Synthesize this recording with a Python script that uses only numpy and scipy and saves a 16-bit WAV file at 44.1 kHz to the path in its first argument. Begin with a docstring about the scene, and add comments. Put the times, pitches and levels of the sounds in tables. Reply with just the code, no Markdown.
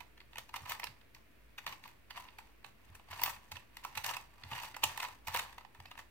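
"""Hands turn a hollow plastic puzzle cube over a wooden table, close to two microphones; a quiet room hums.
From the start, layers scrape round, pieces catch in short rattling snaps and wrists bump the table.
A lull after one second gives way to scattered turns, then to a busy run from 3 s, with a thin high ping
at 3.2 s and the hardest snap at 4.8 s. The last turns are softer, and a layer squeaks once near the end."""
import sys
import numpy as np
from scipy import signal
from scipy.io import wavfile
from scipy.ndimage import uniform_filter1d

SR = 44100
rng = np.random.default_rng(int(sys.argv[2]) if len(sys.argv) > 2 else 0)


def materialize(psi):
    """Save the field psi as 16-bit PCM at rate SR to the path in sys.argv[1].

    A 1-D psi becomes a single channel; in a 2-D psi each row is a channel.
    """
    bounded = np.clip(np.atleast_2d(psi).T, -1, 1)
    quanta = np.round(bounded * 32767).astype(np.int16)
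    wavfile.write(sys.argv[1], SR, quanta)


N = 269010
LEAD_IN = 500  # samples of a snap ahead of its cue
BITE_FROM_DB = -35  # snaps harder than this get brighter

# The cube's modes: hollow body, plastic shell, ticking edges. Columns: pitch_hz, level_db, t60_s
HOLLOW_MODES = [(790, -6, 0.016), (870, 5, 0.014), (945, 6, 0.014), (1060, 0, 0.018), (1260, -6, 0.022)]
SHELL_MODES = [(1390, -3.5, 0.0075), (1833, 4.5, 0.0084), (2144, -3.5, 0.014), (2528, 1, 0.0097),
               (2727, 4, 0.0065), (3020, -4, 0.0079), (3476, -9, 0.017), (3890, -0.5, 0.0057),
               (4524, -3.5, 0.0077)]
EDGE_MODES = [(5770, 3, 0.0023), (7700, 3, 0.0013), (9050, 5, 0.0006), (11620, 4, 0.0011),
              (13950, -11, 0.0073), (14500, -3, 0.0044)]


def gain_of(db):
    return 10 ** (np.asarray(db) / 20)


def unit_rms(x):
    return x / np.sqrt(np.mean(x ** 2) + 1e-20)


def unit_peak(sound):
    """Scale a stereo hit so that its loudest 2 ms have an rms of 1."""
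    return sound / np.sqrt(uniform_filter1d((sound ** 2).mean(0), 100).max())


def curve_at(points, hz):
    """Read a curve along a log-frequency axis."""
    point_hz, value = np.transpose(points)
    return np.interp(np.log(hz + 1), np.log(point_hz + 1), value)


def add(mix, start_s, sound):
    """Lay a sound into the mix, trimming any overhang."""
    at = round(start_s * SR)
    sound = sound[:, max(-at, 0):]
    part = mix[:, max(at, 0):][:, :sound.shape[1]]
    part += sound[:, :part.shape[1]]


def drift(hz):
    """A random wander of rms 1, moving at rates up to about hz."""
    return unit_rms(np.interp(np.arange(N) / SR, np.arange(2000) / (2 * hz), rng.standard_normal(2000)))


def stereo_spectra(left, other, likeness, hz):
    """Blend two independent spectra into a pair that is as alike as the curve says."""
    same = np.clip(curve_at(likeness, hz), 0, 1)[:, None]
    return np.array([left, same * left + np.sqrt(1 - same ** 2) * other])


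def room_tone():
    """Smooth room and microphone noise, alike on both sides only in the bass."""
    colour = [(15, -56), (25, -22), (37, -6), (85, -5.5), (174, -15.5), (205, -10), (307, -11.5),
              (602, -17.5), (688, -14.5), (767, -27.5), (1500, -19), (2450, -18.5), (3100, -25.5),
              (6810, -36.5), (15700, -31.5)]  # noise spectrum: frequency_hz, relative_density_db
    likeness = [(60, 0.67), (130, 0.19), (300, 0.12), (15000, 0.0064)]  # left-right match: frequency_hz, likeness (0-1)
    frames, hz = N // 1024 + 5, np.fft.rfftfreq(4096, 1 / SR)
    a, b, c, d = rng.standard_normal((frames, 2049, 4)).T
    spectra = stereo_spectra(a + 1j * b, c + 1j * d, likeness, hz) * gain_of(curve_at(colour, hz))[:, None]
    noise = signal.istft(spectra, nperseg=4096, noverlap=3072)[1][:, :N]
    return gain_of([[-66.1], [-64.9]]) * unit_rms(noise)


def hum(pitch_hz=53.4, level_db=-67.5):
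    """A low tone whose level and pitch waver a little."""
    cycles = np.cumsum(pitch_hz * (1 + 0.01 * drift(3.2))) / SR
    return gain_of(level_db + 2.6 * drift(4.5) + np.array([[-.6], [.6]])) * np.sin(2 * np.pi * cycles)


def reflections(sound):
    """Sparse wall echoes of random sign, each band dying at its own speed."""
    decay = [(500, 0.4), (1200, 0.27), (2500, 0.22), (6000, 0.28), (15000, 0.22)]  # room decay: frequency_hz, t60_s
    likeness = [(500, 0.74), (1400, 0.039), (3000, 0.023)]  # left-right match of the echoes: frequency_hz, likeness (0-1)
    taps = np.zeros((2, SR // 2))
    at = np.arange(100, SR // 2 - 20, 20) + rng.integers(0, 20, (2, (SR // 2 - 101) // 20))
    np.put_along_axis(taps, at, rng.choice([-1., 1.], at.shape), 1)
    hz, t, spectra = signal.stft(taps, SR, nperseg=256)
    fade = gain_of(-60 * t / curve_at(decay, hz)[:, None])
    tail = signal.istft(stereo_spectra(*spectra, likeness, hz) * fade, SR, nperseg=256)[1]
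    return signal.fftconvolve(sound, tail / np.linalg.norm(tail[0]), axes=1)[:, :N]


def table_tremor(slide_db):
    """The working hands pass a low tremor through the arms into the table."""
    band = signal.butter(2, [75, 140], "band", fs=SR, output="sos")
    tremor = unit_rms(signal.sosfilt(band, rng.standard_normal(N)))
    return gain_of(-62.5 + .5 * (slide_db + 43.5) + np.array([[-1.3], [1.3]])) * tremor


def wrist_bumps():
    """Soft pushes: each swings the table top a few times in its lowest modes."""
    bumps = [(0.384, -65, 9), (0.616, -45.5, -2.5), (0.882, -53.5, 4.5), (2.896, -47.5, -5.5),
             (3.102, -47, -6), (3.207, -71, -3), (3.522, -43, -6.5), (3.963, -47, 0), (4.441, -44, -1.5),
             (4.514, -55, 14), (4.84, -46, 0.5), (5.277, -44, -3.5), (5.787, -48, -3)]  # wrists landing: start_s, level_db, upper_db (relative to the lowest mode)
    table_modes = [(87, 0.21), (125, 0.15), (230, 0.052)]  # wooden top: pitch_hz, t60_s
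    t = np.arange(8000) / SR
    lower, upper, thud = (np.sin(2 * np.pi * hz * t) * gain_of(-60 * t / t60) for hz, t60 in table_modes)
    attack = 1 - np.exp(-t / 0.0094)
    track = np.zeros((2, N))
    for start_s, level_db, upper_db in bumps:
        swing = attack * (lower + gain_of(upper_db) * (upper + gain_of(-1.5) * thud))
        add(track, start_s, gain_of(level_db + np.array([[-1.3], [1.3]])) * swing)
    return track


def ring(modes, likeness, places, detune=0.024, spread_db=3):
    """Stereo rings of the cube struck at several places, each with its own tuning and balance of modes."""
    balance = [(200, -5), (700, -5), (1290, 6), (2400, -6), (4400, -4), (8100, 11), (15000, 2)]  # how the microphones differ: frequency_hz, left_minus_right_db
    hz, db, t60 = np.transpose(modes)[:, :, None]
    t = np.arange(700) / SR
    tune, size, sign, left_phase, right_phase = rng.standard_normal((5, places, len(modes), 1))
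    hz = hz * (1 + detune * (0.5 * tune[0] + tune))  # the places share part of their tuning
    pan_db = curve_at(balance, hz) / 2
    width = (1 - likeness) * np.pi
    attack = 1 - np.exp(-hz * t * 2)
    envelope = np.sign(sign) * attack * gain_of(db + spread_db * size - 60 * t / t60)
    phase = 2 * np.pi * hz * t
    lag = 2 * np.pi * hz * 4 / SR  # the right microphone is a little further away
    left = envelope * gain_of(pan_db) * np.sin(phase + width * left_phase)
    right = envelope * gain_of(-pan_db) * np.sin(phase + width * right_phase - lag)
    return np.array([left.sum(1), right.sum(1)])


def slide_level():
    """Sliding level in dB: each stroke swells to its hardest push and fades, and the strongest wins."""
    strokes = [(0.0, -60, 900, 177.5), (0.382, -61.5, 170, 94), (0.55, -53, 740, 79),
               (0.718, -43, 229, 280), (0.82, -58.5, 100, 88), (1.153, -64.5, 478, 190),
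               (1.589, -63, 500, 40), (1.676, -48, 1300, 177), (1.853, -56, 470, 169),
               (2.171, -53, 257, 106), (2.392, -61, 352, 107), (2.66, -57.5, 1000, 299),
               (2.96, -65, 54, 70), (3.12, -48, 530, 57), (3.25, -42.5, 162, 135), (3.523, -62, 1500, 221),
               (3.572, -58, 300, 183), (3.776, -63.5, 145, 99), (3.846, -59, 700, 25),
               (3.966, -47.5, 500, 229), (4.055, -41, 516, 123), (4.446, -62, 1200, 214),
               (4.518, -43.5, 740, 87), (4.639, -47, 75, 157), (4.842, -45, 498, 87), (5.044, -47, 70, 161),
               (5.282, -51, 502, 120), (5.354, -41, 348, 118), (5.87, -65, 90, 77), (5.994, -56, 400, 354)]  # layer turns: peak_s, level_db, swell_db_per_s, fade_db_per_s
    t = np.arange(0, N + 32, 32) / SR
    slide_db = -78  # fingers shifting between strokes
    for peak_s, level_db, swell, fade in strokes:
        slide_db = np.maximum(slide_db, level_db - np.maximum(swell * (peak_s - t), fade * (t - peak_s)))
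    return np.interp(np.arange(N) / SR, t, slide_db)


def scrape(slide_db, catches_per_s=2500, places=12):
    """Dense, tiny, uneven catches ring the cube at several places; harder sliding is brighter."""
    size_db = 0.68 * np.minimum(rng.exponential(1, N), 5) + 3.2 * drift(80)
    catches = gain_of(size_db) * (rng.random(N) < catches_per_s / SR)
    place = rng.integers(0, places, N)
    hollow = gain_of(-1) * ring(HOLLOW_MODES, 0.88, places, detune=0.057)
    body = hollow + ring(SHELL_MODES, 0.59, places)
    rings = np.concatenate([body, ring(EDGE_MODES, 0.56, places)])
    grit = sum(signal.oaconvolve((catches * (place == k))[None], rings[:, k], axes=1)[:, :N]
               for k in range(places))
    edge_db = -9.5 + 0.22 * (slide_db + 37.5)
    return gain_of(slide_db) * (unit_rms(grit[:2]) + gain_of(edge_db) * unit_rms(grit[2:]))


def chatter(slide_db, catches_per_s=120, pieces=8):
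    """Further snaps, like the listed ones, catch at random times, about 6 dB under the sliding level."""
    catch_db = slide_db - 6 + 2 * rng.standard_normal(N)
    catches = gain_of(catch_db - BITE_FROM_DB) * (rng.random(N) < catches_per_s / SR)
    piece = rng.integers(0, pieces, N)
    track = np.zeros((2, N))
    for k in range(pieces):
        click = snap(BITE_FROM_DB, hollow_db=-5, tick_db=-0.5, rattle_ms=3.1)
        track += signal.oaconvolve((catches * (piece == k))[None], click, axes=1)[:, LEAD_IN:N + LEAD_IN]
    return track


def squeak(length_s, pitch_hz, level_db):
    """A layer sticks and slips fast and evenly: a brief tone with weaker overtones."""
    t = np.arange(0, length_s, 1 / SR)
    waver = .15 * uniform_filter1d(rng.standard_normal(len(t)), 60)
    cycles = np.cumsum(pitch_hz * (1 + waver)) / SR
    tone = sum(gain_of(-12 * k) * np.sin(2 * np.pi * (k + 1) * cycles) for k in range(4))
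    return gain_of(level_db + np.array([[-2.5], [2.5]])) * np.sqrt(np.sin(np.pi * t / length_s)) * tone


def edge_pings():
    """A thin edge gives short, very high rings, each with two quick rebounds."""
    pings = [(1.877, -54), (2.199, -57), (3.216, -40), (3.2355, -20), (3.259, -43)]  # hits on the edge: start_s, level_db
    thin_modes = [(13200, -4, .003), (13900, 0, .0045), (14300, 1, .0045), (15300, -2, .003)]  # its ring: pitch_hz, level_db, t60_s
    track = np.zeros((2, N))
    for start_s, level_db in pings:
        hits = np.zeros(300)
        hits[[0, *rng.integers(30, 300, 2)]] = 1, .6, .4
        edge = ring(thin_modes, likeness=.6, places=2, detune=.01).sum(1)
        add(track, start_s, gain_of(level_db) * unit_peak(signal.fftconvolve(edge, hits[None], axes=1)))
    return track


def snap(shell_db, hollow_db, tick_db, rattle_ms):
    """A swelling and fading cluster of knocks as neighbouring pieces land one after another."""
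    when, size = rng.random((2, 4, 10))  # ten knocks at each of four places
    when = 2.2 * when - .7  # in rattle lengths; weak knocks lead in
    at = (LEAD_IN + when * rattle_ms * SR / 1000).astype(int).clip(0, 1599)
    contour_db = np.minimum(24 * (when - .3), -13 * (when - .3))
    knocks = np.zeros((4, 1600))
    np.put_along_axis(knocks, at, (0.15 + size ** 2) * gain_of(contour_db), 1)
    bite_db = .9 * max(shell_db - BITE_FROM_DB, 0)  # hard blows wake the upper shell modes
    shell = [(hz, db + bite_db * (hz > 2400), t60) for hz, db, t60 in SHELL_MODES]
    parts = (HOLLOW_MODES, .95, hollow_db), (shell, .8, 0), (EDGE_MODES, .5, tick_db)
    sound = 0
    for modes, likeness, part_db in parts:
        part = signal.fftconvolve(ring(modes, likeness, places=4), knocks[None], axes=2).sum(1)
        sound = sound + gain_of(part_db) * unit_peak(part)
    pan_db = rng.normal(0, 1.5) * np.array([[1], [-1]])
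    return gain_of(shell_db + pan_db) * sound


def piece_snaps():
    """Pieces catch and snap home as the layers turn."""
    # Snaps: cue_s, shell_db, hollow_db and tick_db (both relative to the shell), rattle_ms
    snaps = [(0.0046, -50, -1.5, -5.5, 4.35), (0.1752, -56, -7, -14, 7), (0.2037, -50.5, -16, -19, 2.35),
             (0.213, -61, -2, -11, 3.3), (0.332, -52, -5.5, -12, 2.26), (0.357, -43, -5, -14, 2.8),
             (0.3705, -47, -12, -14, 4.2), (0.3824, -39.5, -5.5, -2.5, 3.46),
             (0.3915, -51.5, -11, -1.5, 3.4), (0.4923, -52, -2.5, -10.5, 4.1), (0.5384, -41, 5.5, -8, 9.5),
             (0.561, -42, -0.5, -2.5, 7), (0.6536, -50, 2, -12, 7), (0.6946, -40, -6, 0.5, 5.2),
             (0.7064, -43, -0.5, -6, 11.7), (0.718, -36, -4, -8, 4.7), (0.7964, -40, -4, -6, 4.1),
             (0.8316, -36.5, -6.5, -30, 2.48), (0.8396, -39, -1.5, 0.5, 4.6), (0.8694, -42, -11, -13, 3.44),
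             (1.012, -61, -10, -12, 5.7), (1.1461, -52, -22, -3.5, 5.4), (1.582, -40.5, -11, -11, 6.6),
             (1.6652, -34, -3, -10, 4.1), (1.6744, -42.5, -2, -17, 8.1), (1.724, -43.5, -2, -9.5, 9.7),
             (1.8382, -47.5, -26, -12, 3.2), (1.8775, -53.5, -11, -6, 5), (2.1048, -44, -6, -9, 8.8),
             (2.1583, -48.5, -2, -23, 5.3), (2.1745, -46, 1, -27, 6), (2.2, -60, 11, 4, 4),
             (2.25, -58, 4, -15, 5), (2.285, -50, -5.5, -30, 4.8), (2.3848, -45, -5, -11, 5.94),
             (2.645, -47, -2.5, -10.5, 5.3), (2.9501, -51.5, -6.5, -1.5, 8.1), (2.996, -58.5, 4, -13, 3.2),
             (3.1067, -47, -7.5, -7, 14.4), (3.127, -44, 1.5, -16, 7.5), (3.1936, -41, -0.5, -25, 4.8),
             (3.215, -40, 3.5, -3, 4.6), (3.235, -29, -9.5, -2.5, 3.84), (3.258, -35, -3.5, -6, 9.7),
             (3.2784, -47.5, 9.5, -3, 5.8), (3.295, -42.5, -1.5, -4, 12.8), (3.5172, -42, -4.5, -4.5, 7.3),
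             (3.556, -46.5, -9.5, -11, 5.3), (3.5672, -44.5, -6, -9, 4.5), (3.7691, -43, -6.5, -6, 3.7),
             (3.8379, -46, -14, -7, 7.8), (3.8484, -42.5, 8.5, -1, 3.67), (3.953, -44.5, -12, -5, 5.2),
             (3.9733, -36, -3.5, -3, 9), (4.0428, -36, -14, -2.5, 6.3), (4.063, -38, -3, 2.5, 3.4),
             (4.0893, -37, -3, -4.5, 7.3), (4.1079, -43, 4, -2.5, 7.9), (4.137, -41, -4, -6, 10.1),
             (4.1661, -36.5, -1.5, -5, 6.4), (4.436, -42.5, -14, -18, 3), (4.4944, -67.5, -9, 0, 8.4),
             (4.5142, -42, 2, -14, 7.3), (4.5303, -38.5, -0.5, -19, 6.2), (4.559, -44, -4, -23, 14.5),
             (4.585, -42, -9, -18, 6.3), (4.6306, -43, -4, -6.5, 8.7), (4.7436, -44.5, -6, -17, 4.6),
             (4.765, -43, 3, -4.5, 4.9), (4.8346, -23.5, -4.5, -19, 3.09), (4.8379, -26, -4, 0, 5.67),
             (4.9749, -38.5, 1, -0.5, 3.4), (5.001, -34, -6, -11, 3.9), (5.0257, -37.5, -2, -6, 9.5),
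             (5.0482, -38.5, -1.5, -13, 5.3), (5.084, -49, -1, -7, 4), (5.2716, -40, -3, -4, 5.8),
             (5.2805, -37, 2, -5, 8.4), (5.34, -33.5, -8, -6, 11), (5.3469, -35, 6.5, -6, 4.75),
             (5.3605, -34, -4, -4, 6.2), (5.3718, -35.5, -0.5, -0.5, 4.35), (5.39, -33, -6, -5.5, 8.8),
             (5.526, -53, 1, -16, 4), (5.581, -46.5, 2.5, -11.5, 4.2), (5.609, -57, 3, -10, 4.8),
             (5.6487, -53, 5, -15, 3.14), (5.7462, -55, -2.5, -8.5, 9.3), (5.801, -49.5, 0.5, -10.5, 4.1),
             (5.8561, -49, -5.5, -11, 4.1), (5.9124, -45, -2.5, -11.5, 7.6), (5.9535, -53, 0, -18, 3.2),
             (5.976, -46, -3.5, -12, 4.7), (5.989, -45.5, -1.5, -11, 6.4)]
    track = np.zeros((2, N))
    for cue_s, *settings in snaps:
        add(track, cue_s - LEAD_IN / SR, snap(*settings))
    return track


def scene():
    """The cube and its reflections over table thumps, room tone and hum."""
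    accents = piece_snaps() + edge_pings()
    add(accents, 5.862, squeak(length_s=.026, pitch_hz=2600, level_db=-59))
    bumps = wrist_bumps()
    slide_db = slide_level()
    low_cut = signal.butter(1, 500, "high", fs=SR, output="sos")  # a small body radiates little bass
    cube = signal.sosfilt(low_cut, accents + scrape(slide_db) + chatter(slide_db))
    return cube + gain_of(-8) * reflections(cube) + bumps + table_tremor(slide_db) + room_tone() + hum()


def record(dry):
    """A steep high cut and a small constant offset."""
    high_cut = signal.firwin(511, 15900, window=("kaiser", 9), fs=SR)
    return signal.oaconvolve(dry, high_cut[None], "same") - .0005


dry = scene()
out = record(dry)
materialize(out)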